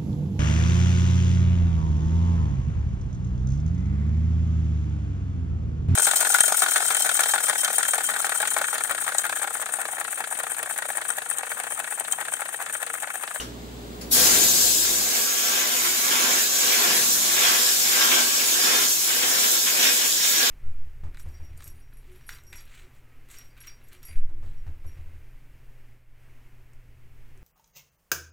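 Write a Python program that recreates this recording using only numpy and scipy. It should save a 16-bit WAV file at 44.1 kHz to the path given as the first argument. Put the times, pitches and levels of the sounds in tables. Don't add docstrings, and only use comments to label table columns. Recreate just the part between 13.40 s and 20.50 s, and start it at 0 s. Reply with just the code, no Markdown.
import sys
import numpy as np
from scipy import signal
from scipy.fft import rfft, irfft, next_fast_len
from scipy.io import wavfile
from scipy.ndimage import uniform_filter1d, map_coordinates

SR = 44100
rng = np.random.default_rng(int(sys.argv[2]) if len(sys.argv) > 2 else 0)


def inscribe(sig):
    pcm = np.round(np.clip(np.atleast_2d(sig).T, -1, 1) * 32767)
    wavfile.write(sys.argv[1], SR, pcm.astype(np.int16))


def level_to_linear(level):
    exponent = np.asarray(level, float) / 20
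    return 10 ** exponent


N = 313110
TIME_S = np.arange(N) / SR
HALF_SIDE = np.array([[.5], [-.5]])

# (middle [s], half length [s], grit level [dB],
# hand speed [re usual], brightness [dB])
PASSES = [(0.858, 0.12, -30, 0.8, -5.5), (1.166, 0.097, -38.5, 0.75, -2), (1.555, 0.053, -40, 1.2, -4),
          (1.742, 0.018, -36, 1.6, -2.5), (2.166, 0.049, -31, 0.27, 3), (2.42, 0.11, -39.5, 0.95, -1),
          (2.834, 0.086, -28, 0.81, -2.5), (3.31, 0.06, -31.5, 0.55, 1), (3.483, 0.04, -27.5, 0.85, -2),
          (4.096, 0.054, -26.5, 0.58, 0), (4.685, 0.095, -27, 0.76, 0), (5.103, 0.13, -34, 0.64, 1.5),
          (5.308, 0.035, -26, 1.4, 0), (5.42, 0.02, -32, 1.6, 0.5), (5.758, 0.069, -35, 1.6, 3.5),
          (5.97, 0.056, -32, 0.41, 2), (6.455, 0.02, -25.5, 1.1, 5), (6.638, 0.015, -31.5, 3.2, 4.5),
          (6.83, 0.033, -34, 0.68, 7), (7.025, 0.052, -29, 1.5, 3)]
# (time [s], level [dB])
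BASS_CUT_DB = [(0, 1.5), (.75, 1), (1.0, -4), (1.35, -4), (1.6, -7.5), (1.8, -16), (1.95, -19.5),
               (2.3, -17), (2.85, -18), (3.5, -16), (7.1, -17.5)]


def gun():
    # (opens [s], jet rise [s], grit delay [s], grit rise [s])
    valve = (.711, .012, .022, .028)
    # (time [s], air jet level [dB], squareness to the part [dB])
    hand = [(.75, -20.5, 9.5), (.95, -18.5, 2.5), (1.3, -21.5, 5.5), (1.65, -26.5, -1), (1.97, -26, -4),
            (2.5, -25.5, -2), (3.2, -23.5, 1.5), (3.5, -24.5, 0.5), (3.74, -21.5, 0.5), (3.8, -24.5, -0.5),
            (4.2, -23, 2.5), (4.85, -24.5, 2.5), (5.5, -23.5, 1.5), (5.93, -25.5, 0.5), (6.11, -21.5, 4.5),
            (6.22, -24.5, 4), (6.45, -23.5, 0.5), (7.1, -26, 3.5)]
    # (time [s], left-right level [dB])
    side = [(0, 2), (.8, 2), (1.1, 0.8), (1.46, 2), (1.75, -0.5), (2.6, -0.4), (7.1, -0.5)]
    start_s, jet_rise_s, delay_s, grit_rise_s = valve
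    hand_db, facing_db = curves(hand)
    side_db, = curves(side)
    grit_db = sweeps()
    surge = wobble(13)
    valve_open = opening(start_s, jet_rise_s) ** 2
    arrival = opening(start_s + delay_s, grit_rise_s) + 0.25 * valve_open
    spray_tail, puff, burst, creep = escapes()

    jet = air_jet(valve_open, hand_db, surge)
    leak = valve_leak(puff) + rush(burst + creep) + last_spray(spray_tail)
    ping = ricochet(arrival, facing_db, grit_db, surge)
    echo = cabinet(mono(ping + level_to_linear(1.5) * jet), t60_s=0.14, stays=0.1)
    air = (jet + leak + ping + level_to_linear(-5.0) * echo) * level_to_linear(side_db * HALF_SIDE)
    air = patchy(air, depth_db=2, size=1024, bins=3, frames=2)

    load = arrival * level_to_linear(grit_db + 0.27 * surge + 0.24 * wobble(25)) + slugs()
    load = load + level_to_linear(-9 + 41 * np.minimum(TIME_S, .3)) * spray_tail
    thrum = arrival * wall_drive(grit_db, surge)
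    return air + boom(thrum) + part_ring() + struck_steel(load, thrum)


def air_jet(valve_open, hand_db, surge):
    # (time [s], level [dB], half length [s])
    hose = [(1.0, -1, .08), (1.55, 0.5, .06), (1.75, 2.5, 0.057), (2.25, -2.5, 0.027), (3.1, -1.5, .05),
            (3.41, 0.5, 0.072), (3.85, 0.5, 0.067), (4.4, -1, 0.03), (4.65, 0.5, .1), (4.95, -1, .08),
            (5.58, -1, 0.042), (6.48, -0.5, .05), (6.6, -0.5, .05), (6.8, -1, 0.056), (6.9, 2, .04)]
    # (frequency [Hz], density [dB per Hz])
    jet_colour = [(1470, -37), (2500, -15), (2660, -11.5), (2830, -13), (3220, -12), (4730, -7.5),
                  (6900, 0.5), (7920, 0), (8960, -8), (11500, -5), (13900, -5.5), (15000, -7), (15700, -35)]
    jet_db = hand_db + 2.5 + bumps(hose)
    flow = valve_open * level_to_linear(jet_db + 0.16 * surge + 0.49 * wobble(30))
    return flow * ports(hail(spiky_db=1.44, patchy_db=1.0), jet_colour[:-1], lag_s=0.000445)


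def sweeps():
    on_db_per_s, off_db_per_s, miss_db = 75.5, 91, -52.5
    t = np.arange(0, N, 64) / SR
    mid_s, half_s, pass_db, speed, _ = np.transpose(PASSES)[:, :, None]
    before_db = on_db_per_s * np.clip(mid_s - half_s - t, 0, None)
    after_db = off_db_per_s * np.clip(t - mid_s - half_s, 0, None)
    power = np.sum(level_to_linear(pass_db - speed * (before_db + after_db)) ** 2, axis=0) + level_to_linear(miss_db) ** 2
    return np.interp(TIME_S, t, 10 * np.log10(power))


def slugs():
    # (time [s], peak level [dB])
    landings = [(0.8582, -27), (0.9505, -13), (1.4389, -21), (1.9298, -57), (2.4012, -28), (2.4466, -8.5),
                (2.548, -21), (2.6326, -18), (2.7045, -21.5), (3.1724, -28), (3.2722, -26.5), (3.3186, -16),
                (3.7751, -28), (3.8429, -24.5), (3.9611, -14), (4.038, -14), (4.4143, -34.5), (4.4465, -14),
                (4.5124, -15), (4.607, -10), (4.7129, -5), (4.9948, -17), (5.0761, -24.5), (5.6658, -33),
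                (5.6952, -16), (5.7556, -27.5), (5.8229, -10), (5.9421, -19), (6.0334, -14), (6.1282, -16),
                (6.2614, -12), (6.3727, -27), (6.426, -17), (6.8401, -14), (7.0566, -17)]
    rise_s, t60_s = 0.0024, 0.17
    kicks, t = np.zeros(N), np.arange(SR // 4) / SR
    land_s, peak_db = np.transpose(landings)
    kicks[(land_s * SR).astype(int)] = level_to_linear(peak_db - 17.5)
    shape = (1 - np.exp(-t / rise_s)) * level_to_linear(-60 * t / t60_s)
    return np.abs(signal.fftconvolve(kicks, shape)[:N])


def struck_steel(load, thrum):
    # (frequency [Hz], density [dB per Hz])
    steel_colour = [(410, -40), (700, -8), (956, -6), (1010, -5), (1300, -1.5), (1600, 2), (1900, -1),
                    (2780, -1), (3190, 1.5), (4500, -9.5), (5850, 0), (9900, -120)]
    # (frequency [Hz], width [Hz], level [dB], left-right likeness [-1..1])
    panel_modes = [(900, 12, -7, .3), (1032, 10, -1, -.2), (1140, 12, 0, -.3), (1355, 16, -2, -.4),
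                   (1543, 12, -3, -.3), (1571, 14, -2, .5), (1666, 14, 2, -.3), (2000, 20, -6, 0),
                   (2266, 25, -3, .4), (2499, 18, -1, .4), (2957, 20, -5, .3), (3247, 18, -1, .3),
                   (3619, 22, -2, 0)]
    # (frequency [Hz], width [Hz], level [dB], likeness [-1..1])
    box_modes = [(239, 10, -3, .95), (262, 14, -6, .95), (348, 10, 0, .85), (416, 12, -1, .7),
                 (485, 12, -3, .7), (509, 12, -4, .6), (615, 14, -6, .4), (717, 14, 0, .3),
                 (813, 14, -7, .3), (852, 12, -7, .3)]
    rattle = load * ports(hail(spiky_db=2, patchy_db=2.0), steel_colour, lag_s=0.00049)
    plates = patchy(ringing(load, panel_modes), depth_db=3.5, size=2048, bins=2, frames=7)
    ring = level_to_linear(-5.5) * plates + level_to_linear(-4.0) * ringing(thrum, box_modes)
    echo = cabinet(mono(rattle), t60_s=0.21, stays=0.42)
    return tilted(rattle + ring + level_to_linear(-5.0) * echo)


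def ringing(level, modes):
    m = next_fast_len(N + 8192)
    low_bins = m // 6
    drive = rfft(level * rng.standard_normal((2, N)), m)[:, :low_bins]
    f = np.arange(low_bins) * SR / m
    out = np.zeros_like(drive)
    for k, (hz, width_hz, mode_db, alike) in enumerate(modes):
        damping = 1j * f * width_hz
        mode = (-1) ** k * level_to_linear(mode_db) * damping / (hz * hz - f * f + damping)
        turn = np.arccos(alike) / 2
        mid = np.cos(turn) * drive[0]
        side = np.sin(turn) * np.outer([1, -1], drive[1])
        out += mode * (mid + side)
    return unit(irfft(out, m)[:, :N]) * np.sqrt(np.mean(level ** 2))


def tilted(x):
    mid_s, *_, bright_db = np.transpose(PASSES)
    tilt_db = np.interp(TIME_S, mid_s, bright_db) / 2
    low = filtered(x, lambda hz: 1 / (1 + (hz / 1970) ** 4))
    return low * level_to_linear(-tilt_db) + (x - low) * level_to_linear(tilt_db)


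def wall_drive(grit_db, surge):
    # (time [s], level [dB])
    wall = [(.75, -1), (1.0, -1.5), (1.45, 0), (2.1, 0), (2.6, 0), (3.5, -0.5), (4.1, -1.5), (5.0, -1),
            (5.6, 0), (6.3, 2.5), (6.8, -2), (7.1, 0)]
    cut_db, = curves(BASS_CUT_DB)
    wall_db, = curves(wall)
    boom_db = -33 + 0.83 * (grit_db + 32) + 0.34 * cut_db + wall_db
    return level_to_linear(boom_db + 0.6 * surge)


def boom(thrum):
    # (frequency [Hz], density [dB per Hz])
    boom_colour = [(110, -54), (180, -11.5), (349, -4), (382, -10.5), (494, -1.5), (766, -6), (1300, -11),
                   (1690, -58), (2860, -120)]
    hits = hail(spiky_db=2.0, patchy_db=1.5)
    return thrum * level_to_linear(-4.5) * ports(hits, boom_colour, lag_s=0.00029)


def ricochet(arrival, facing_db, grit_db, surge):
    # (frequency [Hz], density [dB per Hz])
    ping_colour = [(1800, -35.5), (2600, -15), (3300, -2), (4300, -0.5), (5500, 0.5), (7000, -14)]
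    ping_db = -32.5 + facing_db + 0.25 * (grit_db + 32) + 0.36 * surge
    hits = hail(spiky_db=2.5, patchy_db=-2.0)
    return arrival * level_to_linear(ping_db) * ports(hits, ping_colour, lag_s=0.000549)


def escapes():
    # (time [s], level [dB], rise [s], t60 [s])
    puffs = [
        (0.0014, -32.5, 0.00047, 0.29),
        (.61, -40, 0.003, 0.2),
        (0.71, -11, 0.015, 0.31),
        (0.696, -36, .015, .9),
    ]
    return [opening(s, rise_s) * level_to_linear(puff_db - 60 * np.abs(TIME_S - s) / t60_s)
            for s, puff_db, rise_s, t60_s in puffs]


def valve_leak(puff):
    # (frequency [Hz], width [Hz], level [dB])
    whistles = [(4630, 180, 4), (5600, 410, -4), (7000, 160, 3), (10240, 250, -1), (12800, 200, -4),
                (14700, 250, -11)]
    # (frequency [Hz], density [dB per Hz])
    leak_colour = [(2500, 2), (4000, -6), (4600, 0.5), (5600, -6), (7100, -2), (9000, -10), (10500, -3),
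                   (11800, -9), (13000, -8), (15500, -13)]

    def seat(f):
        return sum(level_to_linear(peak_db) * width_hz * f / np.hypot(hz * hz - f * f, f * width_hz)
                   for hz, width_hz, peak_db in whistles)

    whistle = level_to_linear(3.5) * unit(filtered(rng.standard_normal((2, N)), seat))
    return puff * (whistle + ports(rng.standard_normal((2, N)), leak_colour, lag_s=0.00047))


def rush(level):
    # (frequency [Hz], density [dB per Hz])
    rush_colour = [(2500, -20.5), (4500, -6), (7000, -10), (9000, -6), (11000, -2.5), (12500, -4),
                   (13800, -8), (15500, -13)]
    return level * ports(rng.standard_normal((2, N)), rush_colour, lag_s=0.00052)


def last_spray(level):
    # (frequency [Hz], density [dB per Hz])
    fading_colour = [(290, -39), (500, -7), (1310, -6), (1900, -17), (2400, -28), (2930, -8), (3530, -15),
                     (7000, -12), (11000, -20), (15500, -24)]
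    return level * level_to_linear(1.0) * ports(rng.standard_normal((2, N)), fading_colour, lag_s=0.00051)


def part_ring():
    # (frequency [Hz], level [dB], t60 [s])
    part_modes = [(2800, -41, .1), (2850, -36, .1), (2960, -37, 0.09), (3070, -32, 0.09)]
    return sum(level_to_linear(mode_db + 3 * wobble(37) - 60 * TIME_S / t60_s) * np.sin(2 * np.pi * hz * TIME_S)
               for hz, mode_db, t60_s in part_modes)


def cabinet(x, t60_s, stays):
    t = np.arange(SR // 6) / SR
    hop = int(.35 * SR)

    def tail():
        decay = level_to_linear(-60 * t / t60_s) * np.sqrt(6 * np.log(10) / t60_s / SR)
        return rng.standard_normal((2, len(t))) * decay

    padded = np.pad(x, ((0, 0), (hop, 2 * hop)))
    fade = np.sin(np.pi * np.arange(2 * hop) / (2 * hop))
    roaming = np.zeros((2, N + 3 * hop + len(t)))
    for s in range(0, N + hop, hop):
        piece = padded[:, s:s + 2 * hop] * fade
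        roaming[:, s:s + 2 * hop + len(t) - 1] += signal.fftconvolve(piece, tail(), axes=1)
    kept = signal.fftconvolve(x, tail(), axes=1)[:, :N]
    return np.sqrt(stays) * kept + np.sqrt(1 - stays) * roaming[:, hop:hop + N]


def extractor():
    # (frequency [Hz], level [dB])
    motor_lines = [(59.2, -47.5), (118.4, -52.5), (242.2, -49), (301.5, -52), (416.5, -46.5),
                   (468.3, -76.5)]
    # (time [s], level [dB], half length [s])
    gusts = [
        (.95, 7.5, 0.33),
        (2.72, 2, 0.092),
        (3.68, 9, 0.28),
        (5.332, 5, 0.066),
        (6.47, -3, 0.091),
    ]
    # (frequency [Hz], density [dB per Hz])
    rumble_colour = [(20, -30), (40, -16), (75, -8.5), (95, -10), (140, -4), (200, 0.5), (450, -4.5),
                     (700, -11), (1500, -29.5)]
    # (frequency [Hz], density [dB per Hz])
    draught_colour = [(300, -34), (600, -4.5), (900, -2), (1400, -4), (2400, -9.5), (3800, -5.5),
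                      (5500, -14), (8000, -10.5), (9000, -32), (15700, -23)]
    cut_db, = curves(BASS_CUT_DB)
    skew_rad = np.array([[.19], [-.19]])
    lines = 0
    for hz, line_db in motor_lines:
        level = level_to_linear(line_db - motor_lines[0][1] + hz / 220 * (wobble(22) - 5.0))
        phase = 2 * np.pi * hz * TIME_S + hz / 650 * wobble(37) + skew_rad
        lines = lines + level * np.sin(phase)
    rumble_db = -43 + 0.53 * cut_db + bumps(gusts)
    rumble = level_to_linear(rumble_db) * ports(rng.standard_normal((2, N)), rumble_colour, lag_s=0.00032)
    draught = level_to_linear(-47.5) * ports(rng.standard_normal((2, N)), draught_colour, lag_s=0.00041)
    return level_to_linear(-41 + cut_db) * lines + rumble + draught


def hail(spiky_db, patchy_db):
    hits = rng.standard_normal((2, N)) * level_to_linear(spiky_db * rng.exponential(size=N))
    return patchy(hits, patchy_db, size=512, bins=6, frames=10)


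def patchy(x, depth_db, size, bins, frames):
    z = signal.stft(x, nperseg=size)[2]
    field = uniform_filter1d(rng.standard_normal(z.shape[1:]), size=bins, axis=0)
    field = uniform_filter1d(field, size=frames, axis=1)
    return signal.istft(z * level_to_linear(depth_db * unit(field)), nperseg=size)[1][:, :N]


def ports(pair, spectrum, lag_s):
    # (frequency [Hz], likeness [0..1])
    likeness = [(60, 1), (250, 0.86), (500, 0.51), (1000, 0.33), (1550, 0.56), (1900, 0.1), (2250, 0.54),
                (2700, 0.13), (4200, 0.28), (4800, 0.69), (5600, 0.63), (6200, 0.22), (6900, 0.42),
                (7600, 0.23), (15000, 0.3)]
    m = next_fast_len(N + 8192)
    hz = np.fft.rfftfreq(m, 1 / SR)
    turn = np.arccos(np.clip(along(likeness, hz), -1, 1)) / 2
    mid, side = rfft(pair, m) * level_to_linear(along(spectrum, hz)) * [np.cos(turn), np.sin(turn)]
    late = np.exp(-1j * np.pi * hz * lag_s)
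    return unit(irfft(np.array([(mid + side) * late, (mid - side) / late]), m)[:, :N])


def mono(x):
    return x.mean(axis=0, keepdims=True)


def unit(x):
    return x / np.sqrt(np.mean(x ** 2) + 1e-20)


def along(points, hz):
    f, v = np.transpose(points)
    return np.interp(np.log(hz + 1), np.log(f + 1), v)


def curves(rows):
    s, *cols = np.transpose(rows)
    return [np.interp(TIME_S, s, c) for c in cols]


def bumps(rows):
    return sum(swell_db * np.exp(-((TIME_S - s) / half_s) ** 2) for s, swell_db, half_s in rows)


def wobble(rate):
    coarse = np.arange(0, N + 32, 32)
    knots = rng.standard_normal(int(N * 60 / SR))
    curve = map_coordinates(knots, [coarse * min(rate, 50) / SR])
    return np.interp(np.arange(N), coarse, curve)


def opening(start_s, rise_s):
    return 1 - np.exp(-np.clip(TIME_S - start_s, 0, None) / rise_s)


def filtered(x, response):
    m = next_fast_len(N + 8192)
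    return irfft(rfft(x, m) * response(np.fft.rfftfreq(m, 1 / SR)), m)[..., :N]


def scene():
    return gun() + extractor()


def band_limit(x):
    return signal.sosfilt(signal.butter(12, 15700, fs=SR, output="sos"), x)


def record(dry):
    # (frequency [Hz], left-right level [dB])
    balance = [(60, -0.5), (180, 0), (550, -1), (1650, 0.5), (4970, 0), (15000, 2)]
    x = filtered(dry, lambda hz: level_to_linear(along(balance, hz) * HALF_SIDE) * (hz < 15690))
    x = x / (1 + np.abs(x / .9) ** 4) ** (1 / 4)
    return band_limit(x)


dry = scene()
out = record(dry)
inscribe(out)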